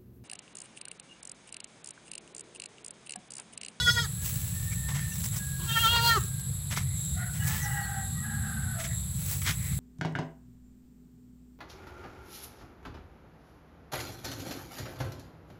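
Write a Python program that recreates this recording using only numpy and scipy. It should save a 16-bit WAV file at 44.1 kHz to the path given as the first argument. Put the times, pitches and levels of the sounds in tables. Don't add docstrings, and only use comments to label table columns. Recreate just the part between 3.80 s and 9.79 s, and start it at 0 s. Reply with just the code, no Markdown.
import sys
import numpy as np
from scipy import signal
from scipy.fft import rfft, irfft, next_fast_len
from scipy.io import wavfile

SR = 44100
rng = np.random.default_rng(int(sys.argv[2]) if len(sys.argv) > 2 else 0)


def dump_mix(stems):
    frames = np.atleast_2d(stems).T
    limited = np.clip(frames, -1, 1)
    pcm = np.round(limited * 32767).astype(np.int16)
    wavfile.write(sys.argv[1], SR, pcm)


N = 264159
T = np.arange(N) / SR


# f/Hz, relative level/dB
FIRST_THROAT = [(480, -2), (960, 3.5), (1440, 1), (1920, -3.5), (2400, -16.5), (2880, -23), (3370, -3),
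                (3850, -12), (4330, -5), (4850, -7.5), (5300, -6), (5780, -21), (6550, -3), (8200, -55)]
SECOND_THROAT = [(360, 4), (470, -5), (750, -17), (930, 14), (1380, -4.5), (1850, -14), (2320, -21.5),
                 (2790, 0), (3230, 4), (3720, -4), (4200, 5.5), (4650, 1.5), (5200, -13), (7500, -36)]
VOICE_GROUPS = [(1, 2), (3, 5), (6, 8), (9, 17)]
# f/Hz, relative density/dB per Hz
RASP = [(300, -11), (600, 1.5), (1400, -9), (2400, -9), (3300, -4), (5000, -1.5), (7000, -1), (12000, -15)]
# t/s, half length/s, extra jitter (share of the pitch)
BREAKS = [(0.258, 0.016, .045), (1.828, 0.023, 0.06), (2.388, 0.029, 0)]
# t/s, mouth f/Hz, nasal f/Hz
TONGUE = [(0, 1670, 3520), (.1, 1510, 3380), (.19, 1730, 3350), (.26, 1450, 3300), (1.9, 1600, 3140),
          (1.99, 1910, 3207), (2.06, 1330, 3230), (2.13, 1600, 3050), (2.2, 1450, 3020),
          (2.255, 1335, 2540), (2.31, 1740, 2970), (2.38, 1303, 2670)]
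TONGUE_LIFT_DB, TONGUE_WIDTH_HZ = 6, 310
THROAT_SMEAR = .45


def bleat(pitch, levels, gate, throat, jitter, flutter_db, rasp_db, rasp_throb):
    on = gate > 0
    unsteady = jitter + sum(extra * swell(s, half) for s, half, extra in BREAKS)
    phase = turning(pitch * (1 + unsteady * drift(116)))
    centres = [hz[on] for hz in in_time(TONGUE)]
    voice = np.zeros(N)
    for (first, last), level_db in zip(VOICE_GROUPS, levels):
        orders = np.arange(first, last + 1)[:, None]
        hz = orders * pitch[on]
        nearness = sum(np.exp(-((hz - centre) / TONGUE_WIDTH_HZ) ** 2) for centre in centres)
        flutter = np.array([drift(29)[on] for _ in orders])
        gains = from_db(at_hz(throat, hz) + TONGUE_LIFT_DB * nearness + flutter_db * flutter)
        gains = gains / np.sqrt((gains ** 2).sum(axis=0) / 2)
        harmonics = gains * np.sin(orders * phase[on] - THROAT_SMEAR * orders ** 2)
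        voice[on] += from_db(level_db[on]) * harmonics.sum(axis=0)
    effort = sum(from_db(level_db) for level_db in levels) / 2
    puffs = 1 + np.clip(rasp_throb, 0, 1) * np.cos(phase)
    rasp = from_db(rasp_db) * effort * noise(RASP) * puffs
    return gate * (voice + rasp)


# t/s, half length/s, chest level/dB, mouth level/dB, sag f/Hz
QUAVERS = [(0.002, 0.025, -54, -34.5, 1), (.087, .013, -46, -19.5, 9), (0.185, .014, -40.5, -26.5, 8.5),
           (0.245, .012, -63, -42, 1), (1.909, .015, -62, -40, 19), (1.975, .011, -39, -24, 21),
           (2.06, .019, -37.5, -23, 23), (2.15, .022, -33, -31.5, 0), (2.197, 0.0145, -35.5, -31.5, 8.5),
           (2.26, 0.026, -28.5, -37.5, 1.5), (2.316, .023, -45, -23, 3), (2.362, 0.0087, -46, -27.5, 0.5),
           (2.377, 0.0057, -31, -31, 12)]
SAG_LINGERS = 1.2
FALL_SHARE, FALL_S = 0.27, .028
GRUFF_S, GRUFF_DROP = .065, .235


def bleat_pitch(start, end, held_hz):
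    sag = sum(sag_hz * swell(s, half * SAG_LINGERS) for s, half, _, _, sag_hz in QUAVERS)
    fall = FALL_SHARE * np.exp(np.minimum(T - end, 0) / FALL_S)
    register = 1 - GRUFF_DROP * (T < start + GRUFF_S)
    return (held_hz - sag) * (1 - fall) * register


CLOSED_CHEST_DB, CLOSED_MOUTH_DB = -55, -52


def bleat_levels(nasal, buzz, nasal_db, buzz_db):
    chest, mouth = sum(from_db(levels_db)[:, None] * swell(s, half) for s, half, *levels_db, _ in QUAVERS)
    chest_db = 20 * np.log10(chest + from_db(CLOSED_CHEST_DB))
    mouth_db = 20 * np.log10(mouth + from_db(CLOSED_MOUTH_DB))
    return [chest_db, mouth_db, in_time(nasal)[0] + nasal_db, in_time(buzz)[0] + buzz_db]


# t/s, level/dB before the bleat's offset
NASAL = [
    [(0.0, -29), (0.03, -32), (0.1, -22.5), (0.12, -37), (0.14, -39.5), (0.202, -30), (0.262, -56)],
    [(1.8, -65), (1.866, -58), (1.894, -35), (2.07, -26.5), (2.176, -27.5), (2.19, -39), (2.292, -28),
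     (2.368, -45), (2.395, -55)],
]
BUZZ = [
    [(0.0, -33), (0.042, -39), (0.086, -30.5), (0.112, -27.5), (0.138, -39), (0.18, -34.5), (0.252, -39.5),
     (0.262, -48)],
    [(1.8, -49), (1.884, -51), (2.068, -38), (2.102, -39.5), (2.182, -31), (2.214, -38.5), (2.274, -24.5),
     (2.374, -42), (2.395, -58)],
]


def goat():
    first = bleat(
        bleat_pitch(start=-.2, end=.277, held_hz=486.5),
        bleat_levels(NASAL[0], BUZZ[0], nasal_db=-0.5, buzz_db=-1.0),
        during(NASAL[0]), FIRST_THROAT, jitter=0.0087, flutter_db=5.5, rasp_db=-20.5, rasp_throb=1.0)
    second = bleat(
        bleat_pitch(start=1.8, end=2.394, held_hz=470.4),
        bleat_levels(NASAL[1], BUZZ[1], nasal_db=0, buzz_db=-1.0),
        during(NASAL[1]), SECOND_THROAT, jitter=0.0052, flutter_db=4.0, rasp_db=-15.5, rasp_throb=1.0)
    return outdoors(first + second, dull_hz=3000)


# delay t/s, level/dB
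ECHOES = [(.021, -22), (.05, -20), (0.092, -34), (.14, -40)]


def outdoors(x, dull_hz):
    out = x.copy()
    for delay, db in ECHOES:
        smear = rng.standard_normal(int(.03 * SR)) * np.hanning(int(.03 * SR))
        back = signal.fftconvolve(x, smear / np.linalg.norm(smear))[:N]
        back = signal.sosfilt(signal.butter(1, dull_hz, fs=SR, output="sos"), back)
        out += from_db(db) * np.interp(T - delay, T, back, left=0)
    return out


# t/s, half length/s before shaping, thud level/dB, crunch level/dB
STEPS = [(.926, 0.0075, -69, -43.5), (1.089, 0.0046, -40, -39), (1.11, .009, -44, -45),
         (1.156, .012, -44.5, -39), (1.194, 0.0013, -53, -41), (1.21, 0.031, -66, -45.5),
         (1.538, 0.01, -52, -47), (2.164, .0035, -34, -35), (2.922, 0.013, -44, -36.5),
         (2.972, 0.0078, -44, -29.5), (3.006, 0.017, -55, -46), (3.559, 0.015, -55, -47),
         (3.733, 0.04, -52, -40), (5.003, 0.011, -63, -38.5), (5.048, 0.01, -65, -38),
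         (5.621, 0.0031, -66, -38), (5.677, .02, -46, -28), (5.926, 0.0054, -65, -47)]
# t/s, half length/s before shaping, crackle level/dB
FLICKS = [(0.462, .015, -33.5), (1.356, 0.0042, -35), (1.404, .005, -40), (1.44, 0.0057, -28.5),
          (1.46, .004, -28), (1.569, 0.01, -30.5), (2.597, 0.0033, -38), (3.679, .011, -28.5),
          (5.497, .0047, -32.5), (5.524, 0.017, -31)]
# peak t/s, rise/s, decay/s, level/dB before the brush gain
BRUSHES = [(.1, .04, 0.42, -46), (.445, 0.017, 0.5, -39.5), (1.38, 0.082, 0.54, -46.5),
           (2.04, 0.11, 0.14, -34), (2.28, 0.036, 0.071, -33.5), (3.2, .02, 0.26, -50),
           (3.75, 0.11, 0.22, -39), (5.02, .025, 0.21, -49), (5.5, 0.08, 0.22, -38),
           (5.86, 0.023, 0.23, -48)]
# f/Hz, relative density/dB per Hz
THUD = [(150, -34), (420, -3), (620, 2), (1050, 7.5), (1500, -9), (3000, -9)]
CRUNCH = [(200, 2.5), (450, -24.5), (750, -17), (1200, -2.5), (2100, 3.5), (2700, -4.5), (3300, -0.5),
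          (4500, -7), (6500, -4), (10000, -15)]
CRACKLE = [(2000, -50), (4000, -2), (6000, 6), (9000, 7), (13000, -2), (15500, 12.5)]
LEAVES = [(300, -9.5), (1200, -12), (2500, -7.5), (5000, -10), (7000, -3), (9500, -8), (13000, -2),
          (14300, -6), (15500, 5.5)]
STEP_CRACKLE_DB = -9
FLICK_THUD_DB, FLICK_CRUNCH_DB = -20.5, -14.5


def walking(brush_db, leaf_grain_db, step_grain_db, attack, release):
    sliding = 0
    for s, rise, decay, db in BRUSHES:
        shape = np.where(T < s, swell(s, rise), np.exp(-np.abs(T - s) / decay))
        sliding = sliding + from_db(db + brush_db) * shape
    brush = sliding * rms_one(noise(LEAVES) * from_db(leaf_grain_db * drift(320)))

    def breaking(rows):
        return sum(from_db(levels_db)[:, None] * swell(s, half * np.where(T < s, attack, release))
                   for s, half, *levels_db in rows)

    tread, step = breaking(STEPS)
    flick, = breaking(FLICKS)
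    thud = (tread + from_db(FLICK_THUD_DB) * flick) * noise(THUD)
    crunch = (step + from_db(FLICK_CRUNCH_DB) * flick) * noise(CRUNCH)
    crackle = (from_db(STEP_CRACKLE_DB) * step + flick) * noise(CRACKLE)
    grain = rms_one(from_db(step_grain_db * drift(490)))
    return brush + grain * (thud + crunch + crackle)


# t/s, length/s, start f/Hz, middle f/Hz, end f/Hz, level/dB,
# fade/dB per s (negative grows), scattered share (capped at 1)
CROWS = [(0.391, 0.042, 1660, 1686, 1656, -58, 1, 0.84), (.55, .12, 1720, 1732, 1740, -54, 60, .9),
         (0.754, 0.55, 1800, 1806, 1787, -52.5, -5.5, 1.17),
         (1.61, 1.03, 1653, 1638, 1600, -49.5, 9.5, 0.16), (3.62, 0.094, 1920, 1920, 1930, -49, 10, 0.6),
         (3.813, 0.188, 1940, 1956, 1914, -38.5, 1, .3), (4.056, .16, 1938, 1925, 1910, -47.5, 20, .7),
         (4.384, .13, 1915, 1925, 1905, -52, 10, 0.86)]


def far_crows(rate):
    out = 0
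    for s, length, start_hz, middle_hz, end_hz, level_db, fade, share in CROWS:
        hz = np.interp(T, [s, s + length / 2, s + length], [start_hz, middle_hz, end_hz])
        level = from_db(level_db - fade * np.clip(T - s, 0, length))
        out = out + level * held(s, length) * scattered(turning(hz), share, rate)
    return out


# t/s, length/s, start f/Hz, end f/Hz,
# fundamental level/dB, throat level/dB, both before the voice's trims
SYLLABLES = [(3.387, 0.033, 714, 724, -46.5, -47), (3.623, 0.11, 840, 870, -51, -46),
             (3.85, 0.11, 815, 816, -43, -44.5), (3.978, .21, 810, 784, -42.5, -44.5),
             (4.457, 0.178, 830, 812, -52.5, -45.5), (4.661, 0.25, 794.5, 752, -58, -46.5),
             (4.972, 0.036, 668, 664, -45, -50)]
# f/Hz, relative density/dB per Hz
HOARSE_RASP = [(500, -25), (800, 2), (1000, -16), (1250, 1.5), (1550, 2), (1950, -0.5), (2300, -19),
               (3000, -12.5), (4000, -28)]


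def hoarse_crow(low_db, high_db, rasp_db, throb_db):
    out, rasp = 0, from_db(rasp_db) * noise(HOARSE_RASP)
    for s, length, start_hz, end_hz, low, high in SYLLABLES:
        phase = turning(np.interp(T, [s, s + length], [start_hz, end_hz]))
        fundamental = from_db(low + low_db) * scattered(phase, share=1.0, rate=23.0)
        second = scattered(2 * phase, share=.8, rate=45)
        second = second * min(from_db(high - low), 1)
        throat = from_db(high_db) * second + rasp
        throb = from_db(high + throb_db * drift(16))
        out = out + held(s, length) * (fundamental + throb * throat)
    return out


CROW_ATTACK_S, CROW_RELEASE_DB_PER_S = 0.04, 117


def held(s, length):
    attack = np.clip(1 + (T - s) / CROW_ATTACK_S, 0, 1)
    return attack * from_db(-CROW_RELEASE_DB_PER_S * np.clip(T - s - length, 0, 1))


# t/s, length/s, start f/Hz, end f/Hz, level/dB, blur f/Hz
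CHIRPS = [(0.908, 0.042, 2250, 2310, -44.5, 110), (1.292, 0.078, 6500, 5400, -47.5, 90),
          (1.31, 0.031, 2650, 2800, -52, 80), (2.675, 0.039, 440, 496, -51.5, 13),
          (3.014, 0.21, 1930, 2190, -58.5, 130), (3.357, 0.14, 1980, 1874, -46.5, 150),
          (3.383, 0.17, 1580, 1423, -46.5, 83), (3.59, .07, 2880, 2950, -48, 29),
          (3.614, 0.21, 1724, 1748, -44.5, 26), (3.805, 0.069, 6780, 5300, -39.5, 330),
          (3.83, 0.26, 2920, 2870, -53.5, 55), (4.006, 0.07, 4500, 4200, -49, 110),
          (4.302, .2, 1130, 1355, -54.5, 80), (5.068, 0.1, 1910, 1890, -48.5, 170),
          (5.736, 0.26, 2050, 2120, -48.5, 360)]


def bird():
    out = 0
    for s, length, start_hz, end_hz, level_db, blur_hz in CHIRPS:
        phase = turning(np.interp(T, [s, s + length], [start_hz, end_hz]))
        shape = swell(s + length / 2, length / 4)
        out = out + from_db(level_db) * shape * scattered(phase, share=0.95, rate=blur_hz)
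    return out


# f/Hz, width f/Hz, level/dB about which each flickers
INSECTS = [(3830, 1150, -55.5), (7802, 666, -43), (11076, 900, -46), (15000, 1200, -60)]
# t/s, half length/s, level/dB
TRILLS = [(0.982, 0.12, -48), (1.483, 0.1, -44.5), (2.421, 0.058, -42), (3.257, 0.092, -39),
          (4.27, 0.082, -44.5), (5.148, 0.078, -40.5)]


def insects(trill_hz, trill_width_hz, undertone_db, flicker_db):
    chorus = sum(from_db(db + flicker_db * drift(45)) * shrill(hz, width) for hz, width, db in INSECTS)
    undertone = from_db(undertone_db) * shrill(trill_hz / 2, trill_width_hz)
    song = shrill(trill_hz, trill_width_hz) + undertone
    return chorus + song * sum(from_db(db) * swell(s, half) for s, half, db in TRILLS)


# f/Hz, relative density/dB per Hz
RUMBLE = [(13, -51), (22, -23), (32, -29), (34, -32), (40, -24), (50, -11.5), (81, -1.5), (129, 0.5),
          (146, -2.5), (162, -3.5), (194, -11), (230, -23.5), (249, -30.5), (330, -38.5), (430, -43),
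          (730, -120)]
# t/s, half length/s, level/dB
THUMPS = [(3.337, 0.032, -40), (3.73, 0.089, -46), (4.845, 0.026, -42), (5.924, .012, -30)]
# f/Hz, level/dB before the common tone gain
ENGINE = [(65, -46), (93, -47), (142, -41.5)]
# t/s, level/dB
ENGINE_LOAD = [(0, -68), (3.9, -66), (4.3, -47), (4.8, -44), (4.9, -44), (4.98, -74)]
RUMBLE_DB, RUMBLE_WANDER_DB = -34.5, 1.05


def rumble(tones_db, drone_hz, drone_width_hz):
    thumps = sum(from_db(db) * swell(s, half) for s, half, db in THUMPS)
    roar = (thumps + from_db(RUMBLE_DB + RUMBLE_WANDER_DB * drift(5.7))) * noise(RUMBLE)
    tones = sum(from_db(db) * scattered(2 * np.pi * hz * T, share=0.39, rate=4.6) for hz, db in ENGINE)
    drone = from_db(in_time(ENGINE_LOAD)[0]) * shrill(drone_hz, drone_width_hz)
    return roar + from_db(tones_db) * tones + drone


# f/Hz, relative density/dB per Hz
AIR = [(250, -1), (400, 3), (800, 1.5), (1700, 3), (2500, -1.5), (5500, -18), (15000, -5.5)]


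def air(level_db):
    return from_db(level_db) * noise(AIR)


def from_db(db):
    return 10 ** (np.asarray(db) / 20)


def rms_one(x):
    return x / np.sqrt(np.mean(np.abs(x) ** 2) + 1e-20)


def in_time(rows):
    s, *columns = np.transpose(rows)
    return [np.interp(T, s, c) for c in columns]


def during(rows, fade=0.016):
    return np.clip(1 + np.minimum(T - rows[0][0], rows[-1][0] - T) / fade, 0, 1)


def at_hz(points, hz):
    f, db = np.transpose(points)
    return np.interp(np.log(hz), np.log(f), db)


def noise(spectrum):
    size = next_fast_len(N, True)
    hz = np.fft.rfftfreq(size, 1 / SR) + 1e-3
    white = rfft(rng.standard_normal(size))
    return rms_one(irfft(white * from_db(at_hz(spectrum, hz)))[:N])


def drift(rate):
    r = np.exp(-40 * np.pi * rate / SR)
    white = rng.standard_normal(N // 20 + 4002)
    slow = signal.lfilter([1], [1, -2 * r, r * r], white)[4000:]
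    return np.interp(np.arange(N) / 20, np.arange(len(slow)), rms_one(slow))


def turning(hz):
    return 2 * np.pi * np.cumsum(hz) / SR


def scattered(phase, share, rate):
    share = np.clip(share, 0, 1)
    smear = drift(rate) * np.cos(phase) + drift(rate) * np.sin(phase)
    return np.sqrt(2 * (1 - share)) * np.sin(phase) + np.sqrt(share) * smear


def shrill(hz, width_hz):
    r = np.exp(-np.pi * width_hz / SR)
    section = [1, 0, -1, 1, -2 * r * np.cos(2 * np.pi * hz / SR), r * r]
    return rms_one(signal.sosfilt([section, section], rng.standard_normal(N)))


def swell(s, half):
    return np.exp(-.5 * np.minimum(((T - s) / half) ** 2, 10 ** 2))


def scene():
    walker = walking(brush_db=6.5, leaf_grain_db=3.5, step_grain_db=2.5, attack=0.79, release=1.52)
    roosters = far_crows(rate=32) + hoarse_crow(low_db=-1.5, high_db=1.0, rasp_db=-4.5, throb_db=-1.0)
    field = bird() + insects(trill_hz=7520, trill_width_hz=430, undertone_db=-13.5, flicker_db=1.06)
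    field = field + rumble(tones_db=-1.5, drone_hz=218, drone_width_hz=23.7) + air(level_db=-56.0)
    return (goat() + walker + roosters + field)[None]


CUTOFF_HZ = 15750


def record(dry):
    return signal.sosfilt(signal.ellip(12, .1, 90, CUTOFF_HZ, fs=SR, output="sos"), dry)


dry = scene()
out = record(dry)
dump_mix(out)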